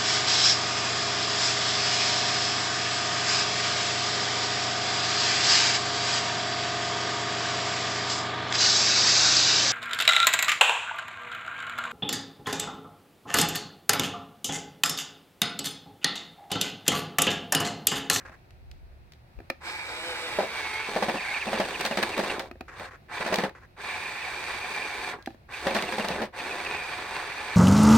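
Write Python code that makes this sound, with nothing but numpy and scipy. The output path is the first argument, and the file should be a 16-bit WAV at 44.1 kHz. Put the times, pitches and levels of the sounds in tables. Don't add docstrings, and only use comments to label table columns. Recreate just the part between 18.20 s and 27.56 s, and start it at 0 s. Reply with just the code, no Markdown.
import sys
import numpy as np
from scipy import signal
from scipy.fft import rfft, irfft
from scipy.io import wavfile
from scipy.ndimage import uniform_filter1d, map_coordinates

SR = 44100
rng = np.random.default_rng(int(sys.argv[2]) if len(sys.argv) > 2 else 0)


def materialize(psi):
    bounded = np.clip(np.atleast_2d(psi).T, -1, 1)
    quanta = np.round(bounded * 32767).astype(np.int16)
    wavfile.write(sys.argv[1], SR, quanta)


N = 412776
TAPS = 4096
FREQ = np.maximum(np.arange(TAPS // 2 + 1) * SR / TAPS, 1)
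TIME = np.arange(N) / SR
LEFT_RIGHT = np.array([[1], [-1]])


# (frequency [Hz], width [Hz], level at starting spot [dB], level at stopping spot [dB])
GEARBOX_RESONANCES = [(333, 37, 2.5, -9.5), (401.6, 57, -11, -3.5), (528, 160, -2, -6),
                      (728, 36.5, -1.5, 1.5), (851, 88, 3.5, -0.5), (1010, 89, 1.5, -0.5),
                      (1133, 55, -5, -2.5), (1247, 43, 1, -7), (1553, 270, -1, -5.5),
                      (1748, 174, -19, -4.5), (1965, 59, 0, -4.5), (2290, 217, -1.5, -5),
                      (2721, 30, -5, -6), (3540, 86, -15, -10.5), (3830, 190, -9, -12),
                      (4277, 160, -12, -13), (4660, 156, -13, -13.5), (5080, 130, -12, -21),
                      (6083, 66, -36, -20), (7720, 320, -18, -24.5), (8280, 190, -20.5, -21),
                      (8725, 144, -18, -19.5), (9480, 170, -29, -30), (10280, 270, -24, -29)]
# (frequency [Hz], level [dB])
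GEARBOX_COLOUR = [(100, -23.5), (250, -14), (650, -15), (1270, -11.5), (1650, -11), (2500, -15.5),
                  (2950, -19), (3300, -17.5), (4700, -32), (5500, -27), (6600, -29), (7100, -33),
                  (10000, -41.5), (11200, -38.5), (16000, -44)]
# (frequency [Hz], side minus mid [dB])
GEAR_WIDTH = [(110, -34), (380, -20), (700, -14), (1290, -10), (2380, -7.5), (4400, -4), (6500, -1),
              (8120, -6), (15000, 0)]


def gears(strain, level_db, sharp_db, load_db):
    hits = [tooth_hits(rate_hz=3500, scatter_db=2) + skips(strain) for _ in range(2)]
    angle = colour_turn() * np.pi / 2
    modes = np.array(GEARBOX_RESONANCES)
    spots = ((np.cos(angle), modes[:, [0, 1, 2]], 4.0),  # share, resonances, broad colour level [dB]
             (np.sin(angle), modes[:, [0, 1, 3]], 2.5))
    out = 0
    for share, heard, colour_db in spots:
        shell = body(GEARBOX_COLOUR, heard, colour_db)
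        mid, side = (ring(h, shell) for h in hits)
        load_ref = band(mid, 300, 700).std()
        core_ref = band(mid, 1000, 2000).std()
        sharp_ref = band(mid, 3000, 9000).std()
        low, rest = split(stereo(mid, side, GEAR_WIDTH), 695)
        middle, high = split(rest, 2340)
        balanced = undb(load_db) * low / load_ref
        balanced = balanced + undb(-3.0) * middle / core_ref
        balanced = balanced + undb(sharp_db - 1.9) * high / sharp_ref
        out = out + share * balanced
    low, high = split(out * undb(level_db), 4400)
    return low * undb(1.44 * walk(70)) + high


def tooth_hits(rate_hz, scatter_db):
    struck = rng.random(N) < rate_hz / SR
    return struck * rng.choice([-1, 1], N) * undb(scatter_db * rng.standard_normal(N))


def skips(strain, rate_hz=100, size_db=12, scatter_db=3):
    ticks = rng.random(N) < rate_hz * np.maximum(strain, 0) ** 2 / SR
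    return ticks * undb(size_db + scatter_db * np.clip(rng.standard_normal(N), -2, 1))


# (multiple of the tooth rate [ratio], level [dB])
MESH_TONES = [(.365, -8.5), (.74, -7.5), (1.002, 0), (2, -18.5)]


def pinion(turns, level_db, unloaded):
    shaft = 0.27 * np.sin(2 * np.pi * turns / 23.0)

    def mesh(ratio):
        backlash = 0.71 * walk(600)
        chatter = 3.0 * unloaded * walk(260)
        phase = 2 * np.pi * ratio * turns + backlash + chatter + 2.12 * walk(70) + shaft
        return np.sin(phase) * undb(3.3 * walk(130))

    tones = sum(undb(db) * mesh(ratio) for ratio, db in MESH_TONES)
    opposed = undb(-5.0) * LEFT_RIGHT * mesh(1)
    return undb(level_db - 8.5) * (tones + opposed)


def squeal(turns, level, sideband_db=-9):
    phase = 2 * np.pi * turns + .6 * walk(600)
    fray = undb(2.5 * walk(200) - 1)
    sideband = np.sin(.74 * phase + walk(200))
    return level * fray * (np.sin(phase) + undb(sideband_db) * sideband)


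# (time [s], shaft rate before waver [Hz], level [dB])
HUM_PATH = [(1.68, 160.1, -52), (1.78, 158.3, -43.5), (1.82, 160.6, -40), (1.865, 172.6, -38),
            (1.93, 162.7, -39), (1.99, 157.8, -49), (2.05, 165.3, -36.5), (2.12, 158.1, -46),
            (2.23, 145, -51), (2.29, 150.8, -46), (2.35, 152.4, -46), (2.42, 148.6, -44.5),
            (2.48, 145.7, -43), (2.53, 143, -43.5), (2.63, 147.5, -41.5), (2.7, 148.5, -58)]
# (multiple of the shaft rate [ratio], level at starting spot [dB], level at stopping spot [dB])
HUM_OVERTONES = [(2, -14.5, -25), (3, -2.5, -8), (4, -5.5, -18), (5, -11, -26), (6, -27, -1.5), (9, -9, -4),
                 (10, -11, -8), (13, -11, -21), (14, -9, -10), (15, -12, 4), (16, -14, -3), (17, -21, 0),
                 (18, -6, -3), (22, -4, -9), (24, -10, -22)]


def hum(twist=0.028, waver=0.00295, flutter_db=3):
    hz, db = curves(HUM_PATH)
    phase = 2 * np.pi * np.cumsum(hz * (1 + waver * walk(30))) / SR
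    way = colour_turn()
    wobble = twist * walk(150)
    tones = 0
    for order, first_db, last_db in HUM_OVERTONES:
        level = undb(first_db + (last_db - first_db) * way + flutter_db * walk(22.0))
        tones = tones + level * np.sin(round(order) * (phase + wobble) + .5 * walk(45))
    return tones * undb(db) * (TIME > HUM_PATH[0][0]) * (TIME < HUM_PATH[-1][0])


SPIN_UP_S, KICK = .06, 0.1
SAG_HZ_PER_S = 60
SLOW_DULL_DB, SLOW_PITCH_DROP = 12, .75
FREE_LOAD_DB, COAST_LOAD_DB = -11, 11.5
COAST_POWER, COAST_PITCH_S = 1.99, .06
RUN_DOWN_WHIRR_DB = 8
WHIRR_LATE_DB, WHIRR_LATE_S = 12, 0.037
# (start [s], release [s], gear level [dB], tooth sharpness [dB],
# whirr over gears [dB], starting tooth rate before strain and judder [Hz], coasting time [s])
THROTTLE_RUNS = [(1.405, 4.113, -39.5, -1.5, 7.5, 2346, 0.25), (4.534, 4.659, -49, -1, -11, 2070, 0.071),
                 (4.885, 5.222, -36, -7, 1.5, 2385, 0.12), (5.565, 6.905, -37.5, -4.5, 6, 2404, 0.11),
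                 (7.285, 7.959, -37.5, -4, -1, 2353, 0.17), (8.125, 9.402, -36.5, -6, 3, 2429, 0.093)]


def throttle():
    controls = np.zeros((5, N))
    controls[0] = -120
    for start, release, db, sharp_db, whirr_db, hz, coast_s in THROTTLE_RUNS:
        on = slice(int(start * SR), N)
        held = np.maximum(TIME[on] - start, 0)
        released = np.maximum(TIME[on] - release, 0)
        spin = np.minimum(KICK + held / SPIN_UP_S, 1)
        coast = np.clip(1 - (TIME[on] - release) / coast_s, 0, 1)
        gear_db = db + 20 * np.log10(spin * coast ** COAST_POWER + 1e-5)
        tooth_db = sharp_db - SLOW_DULL_DB * (1 - spin * coast)
        load_db = FREE_LOAD_DB + COAST_LOAD_DB * (1 - coast)
        late_db = WHIRR_LATE_DB * np.exp(-held / WHIRR_LATE_S)
        whirr_over_db = whirr_db - late_db + RUN_DOWN_WHIRR_DB * np.sqrt(1 - coast)
        speed = spin * np.exp(-released / COAST_PITCH_S)
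        rate = (hz - SAG_HZ_PER_S * held) * (1 - SLOW_PITCH_DROP * (1 - speed))
        controls[:, on] = (gear_db, tooth_db, load_db, whirr_over_db, rate)
    return controls


def run_down(db=-37, late_s=0.031, sing_s=0.0077):
    level = 0
    for run in THROTTLE_RUNS:
        swell = np.exp(-((TIME - run[1] - late_s) / sing_s) ** 2 / 2)
        level = level + undb(db + run[2] - THROTTLE_RUNS[0][2]) * swell
    return level


# (start [s], end [s], strain [1 = tyres dig in, 0 = ordinary, below 0 = rolling lightly])
GROUND_STRAIN = [(1.501, 1.689, -0.31), (1.71, 2.196, 0.21), (2.25, 2.667, -0.15), (2.69, 2.99, 0.99),
                 (2.99, 3.231, -0.2), (3.25, 4.449, 0.98), (4.99, 5.354, 0.66), (5.78, 5.9, 0.18),
                 (5.93, 6.15, -0.2), (6.17, 6.259, 0.38), (6.42, 6.68, 0.37), (6.76, 6.98, 0.4),
                 (7.42, 8.122, 0.87), (8.17, 8.46, 0.58), (8.46, 8.6, 0.42), (8.78, 9.031, 0.27)]


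def ground_strain():
    return stretches(GROUND_STRAIN)


BOG_DB, BOG_LATE_S, BOG_S = -1, 0.021, 0.0048
# (time [s], whine pitch [Hz], pitch fall [Hz/s], whine level [dB])
WHEEL_SLIPS = [(2.656, 2500, 5000, -36), (2.985, 2604, 14000, -32), (3.04, 2352, 12000, -42),
               (3.167, 2373, 9980, -44), (3.225, 2433, 26200, -27), (3.289, 2516, 15030, -33),
               (3.346, 2850, 20100, -34), (3.412, 3080, 20300, -39), (3.45, 2600, 31300, -33),
               (3.555, 2620, 29560, -33), (3.613, 2687, 18100, -32), (3.729, 2570, 27760, -33),
               (3.941, 2480, 20100, -32), (4.045, 2446, 19900, -36), (4.106, 2690, 16960, -31),
               (5.02, 2504, 18100, -33), (6.03, 2478, 8000, -40), (7.347, 2453, 7950, -35.5),
               (7.509, 2520, 22050, -34), (7.592, 2606, 24050, -32), (7.636, 2142, 14100, -34),
               (7.685, 2667, 17060, -30.5), (7.736, 2333, 25900, -32), (7.819, 2676, 18040, -33),
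               (7.923, 2590, 16230, -34), (8.203, 2474, 8000, -34), (8.32, 2480, 8000, -31),
               (8.466, 2537, 7880, -31)]


def slips(hz, glide_s=.024, sing_s=0.0082):
    hz, whine, bog_db = hz.copy(), np.zeros(N), np.zeros(N)
    for s, slip_hz, fall, db in WHEEL_SLIPS:
        near = slice(int(s * SR) - TAPS, int(s * SR) + TAPS)
        t = TIME[near] - s
        hz[near] += np.exp(-(t / glide_s) ** 4) * (slip_hz - fall * t - hz[near])
        whine[near] += undb(db) * np.exp(-(t / sing_s) ** 2 / 2)
        bog_db[near] += BOG_DB * fall / 20000 * np.exp(-((t - BOG_LATE_S) / BOG_S) ** 2 / 2)
    return hz, whine, bog_db


# (start [s], end [s], whirr gain [dB], clean whine level [dB])
PINION_SINGS = [(1.543, 1.652, 7.5, -46), (2.2, 2.4, -1, -47), (2.4, 2.661, -3, -41.5),
                (2.989, 3.197, 5, -39.5), (5.68, 5.919, 2, -40), (6.2, 6.319, 0.5, -40),
                (6.42, 6.66, 4.5, -39.5), (8.49, 8.68, 4.5, -39), (9.1, 9.2, 1.5, -44), (9.3, 9.4, 1, -43)]


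def sings():
    whirr_db = stretches([(a, b, db) for a, b, db, _ in PINION_SINGS])
    whine = stretches([(a, b, undb(db)) for a, b, _, db in PINION_SINGS])
    return whirr_db, whine


def judder(rate_hz=23.1, depth=0.013, unsteady=0.00896):
    shudder = np.sin(2 * np.pi * rate_hz * TIME + 2 * walk(5)) * (1 + .5 * walk(3))
    return depth * shudder + unsteady * walk(40)


def colour_turn(start_s=2.05, stop_s=2.49):
    return ramp(start_s, stop_s - start_s)


# (time [s], lag of the right channel [ms])
RIGHT_LAG = [(1.6, 0.15), (1.8, 0.13), (2.0, 0.11), (2.2, 0.079), (2.5, 0.035), (2.9, 0.026), (3.5, 0.023)]


def ports(x):
    lag_ms, = curves(RIGHT_LAG)
    right = map_coordinates(x[1], [(TIME - lag_ms / 1000) * SR], order=3, mode="nearest")
    return np.array([x[0], right])


# (frequency [Hz], left minus right [dB])
DRIVE_BALANCE = [(60, 1), (110, -2), (200, 1), (380, 0), (700, 0.5), (1290, -0.5), (2380, -3.5),
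                 (4400, -1.5), (8120, 2), (15000, -1)]


def balance(drive):
    tilt = np.sqrt(gains(DRIVE_BALANCE))
    return np.array([ring(drive[0], tilt), ring(drive[1], 1 / tilt)])


def drive_train(free_whirr_db=-6):
    level_db, sharp_db, load_db, whirr_db, hz = throttle()
    strain = ground_strain()
    digging, light = np.maximum(strain, 0), np.maximum(-strain, 0)
    hz, slip_whine, bog_db = slips(hz * (1 + .06 * strain + judder()))
    sing_db, seated_whine = sings()
    level_db = level_db + bog_db - digging + 0.98 * walk(12)
    turns = np.cumsum(hz) / SR
    whirr_level_db = level_db + whirr_db + free_whirr_db * (1 - colour_turn()) - 5.5 * strain + sing_db
    whirr = pinion(turns, whirr_level_db, light)
    rattle = gears(strain, level_db, sharp_db + strain, load_db + 12.5 * digging)
    whine = squeal(turns, slip_whine + seated_whine + run_down())
    return balance(ports(rattle + whirr + whine + hum()))


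RATTLE_S, REBOUND_S = 0.011, .0135
RATTLE_DOUBLING_DB = 20
# (frequency [Hz], width [Hz], level [dB])
BED_RESONANCES = [(155, 8.7, -12), (207, 34, 4), (380, 20, -6), (538.5, 18, 6.5), (637, 37, -7),
                  (854, 78, -0.5), (1660, 82, -10), (2460, 75, -30)]
# (frequency [Hz], level [dB])
BED_COLOUR = [(65, -66), (110, -19), (620, 3), (884, 0), (1340, -4), (1790, 1.5), (2400, -5.5), (2900, -8),
              (4680, -13), (7250, -26), (8560, -24), (9500, -28), (16000, -34)]
# (time [s], level [dB], treble [dB], boom [dB], rebound against first blow [dB])
BED_JOLTS = [(2.186, -10.5, -22, -22, -30), (2.212, -23, -26, -17, -0.5), (2.687, -27, -17, -7, -18),
             (2.76, -12.5, -16, -19, -20), (2.823, -12.5, -11, -10, -32), (2.883, -15, -12.5, -11, -9),
             (2.941, -21, -13, -4, -0.5), (3.267, -20, -25, -7, -6.5), (3.329, -15, -13, -9, -11),
             (3.398, -11.5, -13, -12, -21), (3.605, -22.5, 0, -15, -21), (3.652, -19, -3.5, -15, -2.5),
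             (3.709, -18, -11, -7, -19), (3.772, -15.5, -5.5, -2.5, -3), (3.826, -16.5, 15, -6, -29),
             (3.977, -18.5, -12, -9, 4.5), (4.035, -19.5, -8, -12, -18), (4.16, -33, -36, -15, -17),
             (4.196, -22.5, -8, -35, -28), (4.606, -29, -23, -30, -7), (5.004, -22, -13, -33, -13),
             (5.061, -19, -8, -13, -4.5), (5.103, -26, -20, -12, -15), (5.124, -13, -14, -14, -5.5),
             (5.183, -14.5, -11, -6, -25), (5.235, -14, -12, -4.5, -11), (7.467, -12, -12.5, -15, -13),
             (7.507, -21, -15, -10, -14), (7.548, -15, -5.5, -6, -0.5), (7.624, -24, -19, -5, -10),
             (7.721, -23, 6, -1, -6), (7.781, -16, -11, -6, -4.5), (7.844, -18.5, -8, -15, -14),
             (7.884, -22.5, -9, -11, -20), (7.903, -19.5, -13, -4, -10), (7.957, -24.5, -21, -10, -23),
             (8.002, -24, -12, -7, 8), (8.038, -29.5, -1, 2, -3)]


def jolts(rise_s=0.00081, thump=0.24, shove_s=0.0005):
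    out, t = np.zeros((2, N)), TIME[:TAPS * 2]
    for s, db, treble_db, boom_db, rebound_db in BED_JOLTS:
        decay_s = RATTLE_S * 2 ** (-treble_db / RATTLE_DOUBLING_DB)
        pushes = np.zeros((2, len(t)))
        for late, size in ((0, 1), (int(REBOUND_S * SR), undb(rebound_db))):
            push = rng.uniform(-0.99, 1, (2, len(t))) * (rng.random((2, len(t))) < 4000 / SR)
            push *= (1 - np.exp(-t / rise_s)) * np.exp(-t / decay_s)
            push[0] += thump * t / shove_s * np.exp(-t / shove_s)
            pushes[:, late:] += size * push[:, :len(t) - late]
        strength = undb(db + 19.5) * np.hypot(1, undb(rebound_db))
        clatter = blow(pushes, BED_COLOUR, BED_RESONANCES, min(treble_db, 3) + 8.0,
                       min(boom_db + 1.5, 0), between_db=-3.0, detune=0.037)
        add(out, s + 0.000988, strength * clatter)
    return out


# (frequency [Hz], width [Hz], level [dB])
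CHASSIS_RESONANCES = [(256, 63, -1.5), (340, 18, 3), (383, 26, -3), (540, 30, 3.5), (667, 43, -0.5),
                      (782, 48, 3), (1260, 110, -0.5), (1750, 320, -0.5), (2410, 130, -1.5),
                      (4160, 200, -11.5)]
# (frequency [Hz], level [dB])
CHASSIS_COLOUR = [(65, -40), (180, -16), (700, -2), (1050, -11), (1500, -16), (2600, -6), (3100, -18),
                  (5000, -21), (8000, -35.5), (16000, -31)]
# (time [s], level [dB], treble [dB])
CHASSIS_KNOCKS = [(0.091, -41.5, -13), (1.185, -41, -15), (1.199, -38, -18), (1.297, -19.5, -2),
                  (2.893, -20, -7), (3.829, -17, 6), (3.977, -29, -2), (4.177, -29, -21), (4.309, -32, -11),
                  (4.352, -42.5, -20), (4.405, -29, -11), (4.593, -32.5, -4), (5.29, -37.5, 5),
                  (6.983, -40.5, -25), (7.07, -24, -18.5), (7.101, -40.5, -16), (7.142, -43.5, -17),
                  (8.002, -29.5, -10)]


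def knocks(contact_s=0.0012, tail_db=-25, tail_s=0.012):
    out, t = np.zeros((2, N)), TIME[:TAPS]
    contact = t / contact_s * np.exp(-t / contact_s) + undb(tail_db) * np.exp(-t / tail_s)
    for s, db, treble_db in CHASSIS_KNOCKS:
        push = rng.standard_normal((2, TAPS)) * contact
        knock = blow(push, CHASSIS_COLOUR, CHASSIS_RESONANCES, treble_db + 10.0,
                     boom_db=-2, between_db=0.5, detune=0.022)
        add(out, s + 0.0033, undb(db + 20) * knock)
    return out


# (frequency [Hz], side minus mid [dB])
TRUCK_WIDTH = [(60, -35), (110, -42), (200, -19), (380, -16.5), (700, -11.5), (1290, -6), (2380, -7),
               (4400, 0), (8120, 0.5), (15000, 2)]


def blow(push, colour, modes, treble_db, boom_db, between_db, detune):
    chance = rng.standard_normal((len(modes), 2))
    varied = [(hz * (1 + detune * shift), width, db + 2 * favour)
              for (hz, width, db), (shift, favour) in zip(modes, chance)]
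    shell = body(colour, varied, between_db)
    boom, rest = split(stereo(ring(push[0], shell), ring(push[1], shell), TRUCK_WIDTH), 320)
    middle, treble = split(rest, 845)
    parts = ((boom, boom_db), (middle, 0), (treble, treble_db))
    sound = sum(undb(db) * part / np.linalg.norm(part) for part, db in parts)
    return sound / np.linalg.norm(sound[0])


# (frequency [Hz], level [dB])
SNAP_COLOUR = [(500, -18), (1800, 1), (4200, 0.5), (6500, -11.5), (10000, -17.5), (16000, -18)]
# (time [s], level [dB])
GRIT_SNAPS = [(0.3067, -56), (0.514, -48), (0.921, -49), (0.935, -53), (1.298, -54), (3.6105, -27.5),
              (3.6515, -24), (3.662, -27), (3.772, -30), (3.8306, -35), (3.9777, -30), (4.195, -28.5),
              (5.142, -20.5), (5.158, -26), (5.1856, -29), (7.025, -51), (7.06, -36), (7.548, -28),
              (7.624, -24.5), (7.8853, -27.5)]


def grit(snap_s=.002, tail_db=-24, tail_s=0.069):
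    out, t = np.zeros((2, N)), TIME[:TAPS]
    decay = np.exp(-t / snap_s) + undb(tail_db) * np.exp(-t / tail_s)
    for s, db in GRIT_SNAPS:
        crack = rng.standard_normal((2, TAPS)) * decay
        snap = stereo(*(ring(c, gains(SNAP_COLOUR)) for c in crack), TRUCK_WIDTH)
        add(out, s, snap * undb(db + 10.0) / np.abs(snap).max())
    return out


# (frequency [Hz], level [dB])
BUZZ_COLOUR = [(150, -40), (250, -10.5), (540, -3), (640, -13), (740, -3), (900, -7), (1070, 1),
               (1220, -2.5), (1600, 0), (1900, -1.5), (2200, -8.5), (2550, -11), (2900, -20), (3520, -24),
               (6670, -28), (14000, -46)]
# (start [s], end [s], level [dB], whine against buzz [dB])
MOTOR_BUZZES = [(-0.02, 0.02, -47, -14), (0.024, 0.038, -53, -14), (0.049, 0.067, -47, -10),
                (0.074, 0.097, -50, -14), (0.116, 0.13, -53, -10), (0.136, 0.153, -55, -10),
                (1.41, 1.45, -50.5, -10), (4.479, 4.687, -45, -17), (4.707, 4.757, -49, -17),
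                (4.893, 4.912, -50, -14), (5.348, 5.385, -48.5, -14), (5.399, 5.456, -61.5, -15),
                (6.977, 7.041, -60, 0), (7.287, 7.31, -52, -12)]


def buzz(attack_s=0.0036, release_s=0.0097, pulse_hz=248.5, whine_hz=1630):
    pulses = undb(1.5 * np.sin(2 * np.pi * pulse_hz * TIME + walk(60)))
    turns = TIME * 1500
    eccentric = undb(-0.5 * (np.sin(2 * np.pi * turns / 46) + np.sin(2 * np.pi * turns / 22.0)))
    hits = [pulses * eccentric * tooth_hits(rate_hz=3500, scatter_db=0.5) for _ in range(2)]
    rattle = stereo(*(ring(h, gains(BUZZ_COLOUR)) for h in hits), TRUCK_WIDTH)
    rattle = rattle / rattle.std()
    whine = np.sin(2 * np.pi * whine_hz * TIME + .8 * walk(150))
    rattle_level, whine_level = 0, 0
    for start, end, db, whine_db in MOTOR_BUZZES:
        level = undb(db) * ramp(start, attack_s) * np.exp(-np.clip(TIME - end, 0, 1) / release_s)
        rattle_level = rattle_level + level
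        whine_level = whine_level + level * undb(whine_db)
    return (rattle * rattle_level + whine * whine_level) * undb(3.0 * walk(40))


def yard(x, echo_db=-23, t60=0.24):
    t = TIME[:SR // 2]
    noise = band(rng.standard_normal((2, len(t))), 270, 6600)
    scatter = noise * np.exp(-np.log(1000) * t / t60) * (t > .006)
    echo = signal.oaconvolve(x, scatter / np.linalg.norm(scatter[0]), axes=1)[:, :N]
    return x + undb(echo_db) * echo


# (frequency [Hz], level [dB])
AIR_COLOUR = [(12, -49), (20, -12), (43, -7.5), (65, -2), (130, -13.5), (187, -26.5), (319, -35),
              (367, -26.5), (410, -37.5), (698, -34.5), (1090, -45), (2550, -44), (3050, -52.5),
              (4180, -51), (6910, -64.5), (16000, -62.5)]
# (frequency [Hz], side minus mid [dB])
AIR_WIDTH = [(60, -15), (110, -18), (200, -5), (380, -5.5), (700, -2), (1290, 4.5), (2380, -1.5),
             (4400, 1.5), (8120, 0), (15000, 0)]


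def air(base_db=-65):
    hush = stereo(*(ring(rng.standard_normal(N), gains(AIR_COLOUR)) for _ in range(2)), AIR_WIDTH)
    low, high = split(hush * undb(base_db) / band(hush, 221, 8000).std(), 148)
    rumble = band(low, 22, 270) * undb(-8.0 + 2 * walk(12.0))
    buffet = band(rng.standard_normal((2, N)), 25, 69)
    return rumble + high * undb(5.0 + walk(3.6)) + buffet / buffet.std() * breeze()


# (time [s], level [dB], half length [s])
WIND_GUSTS = [(0.568, -47, 0.22), (1.183, -39, 0.013)]


def breeze(calm_db=-73):
    return undb(calm_db) + sum(undb(db) * np.exp(-((TIME - s) / half_s) ** 2) for s, db, half_s in WIND_GUSTS)


def undb(db):
    return 10 ** (np.asarray(db) / 20)


def gains(points):
    hz, db = np.transpose(points)
    return undb(np.interp(np.log(FREQ), np.log(hz), db))


def body(colour, modes, between_db):
    power = sum(undb(db) ** 2 / (1 + ((FREQ - hz) / width) ** 2 * 2) ** 2 for hz, width, db in modes)
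    return np.sqrt(power + (undb(between_db) * gains(colour)) ** 2)


def ring(x, gain):
    cepstrum = irfft(np.log(gain + 1e-7))
    cepstrum[1:TAPS // 2] *= 2
    cepstrum[TAPS // 2 + 1:] = 0
    return signal.oaconvolve(x, irfft(np.exp(rfft(cepstrum))))[:len(x)]


def band(x, lo_hz, hi_hz):
    edges = [lo_hz, min(hi_hz, SR / 2 - 100)]
    return signal.sosfilt(signal.butter(3, edges, "band", fs=SR, output="sos"), x)


def split(x, hz):
    low = signal.sosfiltfilt(signal.butter(2, hz, fs=SR, output="sos"), x)
    return low, x - low


def walk(rate):
    k = max(int(SR / rate), 1)
    x = uniform_filter1d(np.repeat(rng.standard_normal(N // k + 1), k), k)[:N]
    return x / x.std()


def stereo(mid, side, width):
    return mid + LEFT_RIGHT * ring(side, gains(width))


def add(out, s, x):
    i = max(int(s * SR), 0)
    out[..., i:i + x.shape[-1]] += x[..., :N - i]


def curves(table):
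    s, *columns = np.transpose(table)
    return [np.interp(TIME, s, c) for c in columns]


def ramp(start_s, length_s):
    return np.clip((TIME - start_s) / max(length_s, 1e-3), 0, 1)


def stretches(table, edge_s=0.04):
    half = edge_s / 2
    return sum(value * (ramp(a - half, edge_s) - ramp(b - half, edge_s)) for a, b, value in table)


def scene():
    truck = drive_train() + buzz() + jolts() + knocks() + grit()
    return yard(truck) + air()


def record(dry):
    return signal.sosfilt(signal.ellip(10, .2, 70, 16100, fs=SR, output="sos"), dry)


dry = scene()
out = record(dry)
materialize(out)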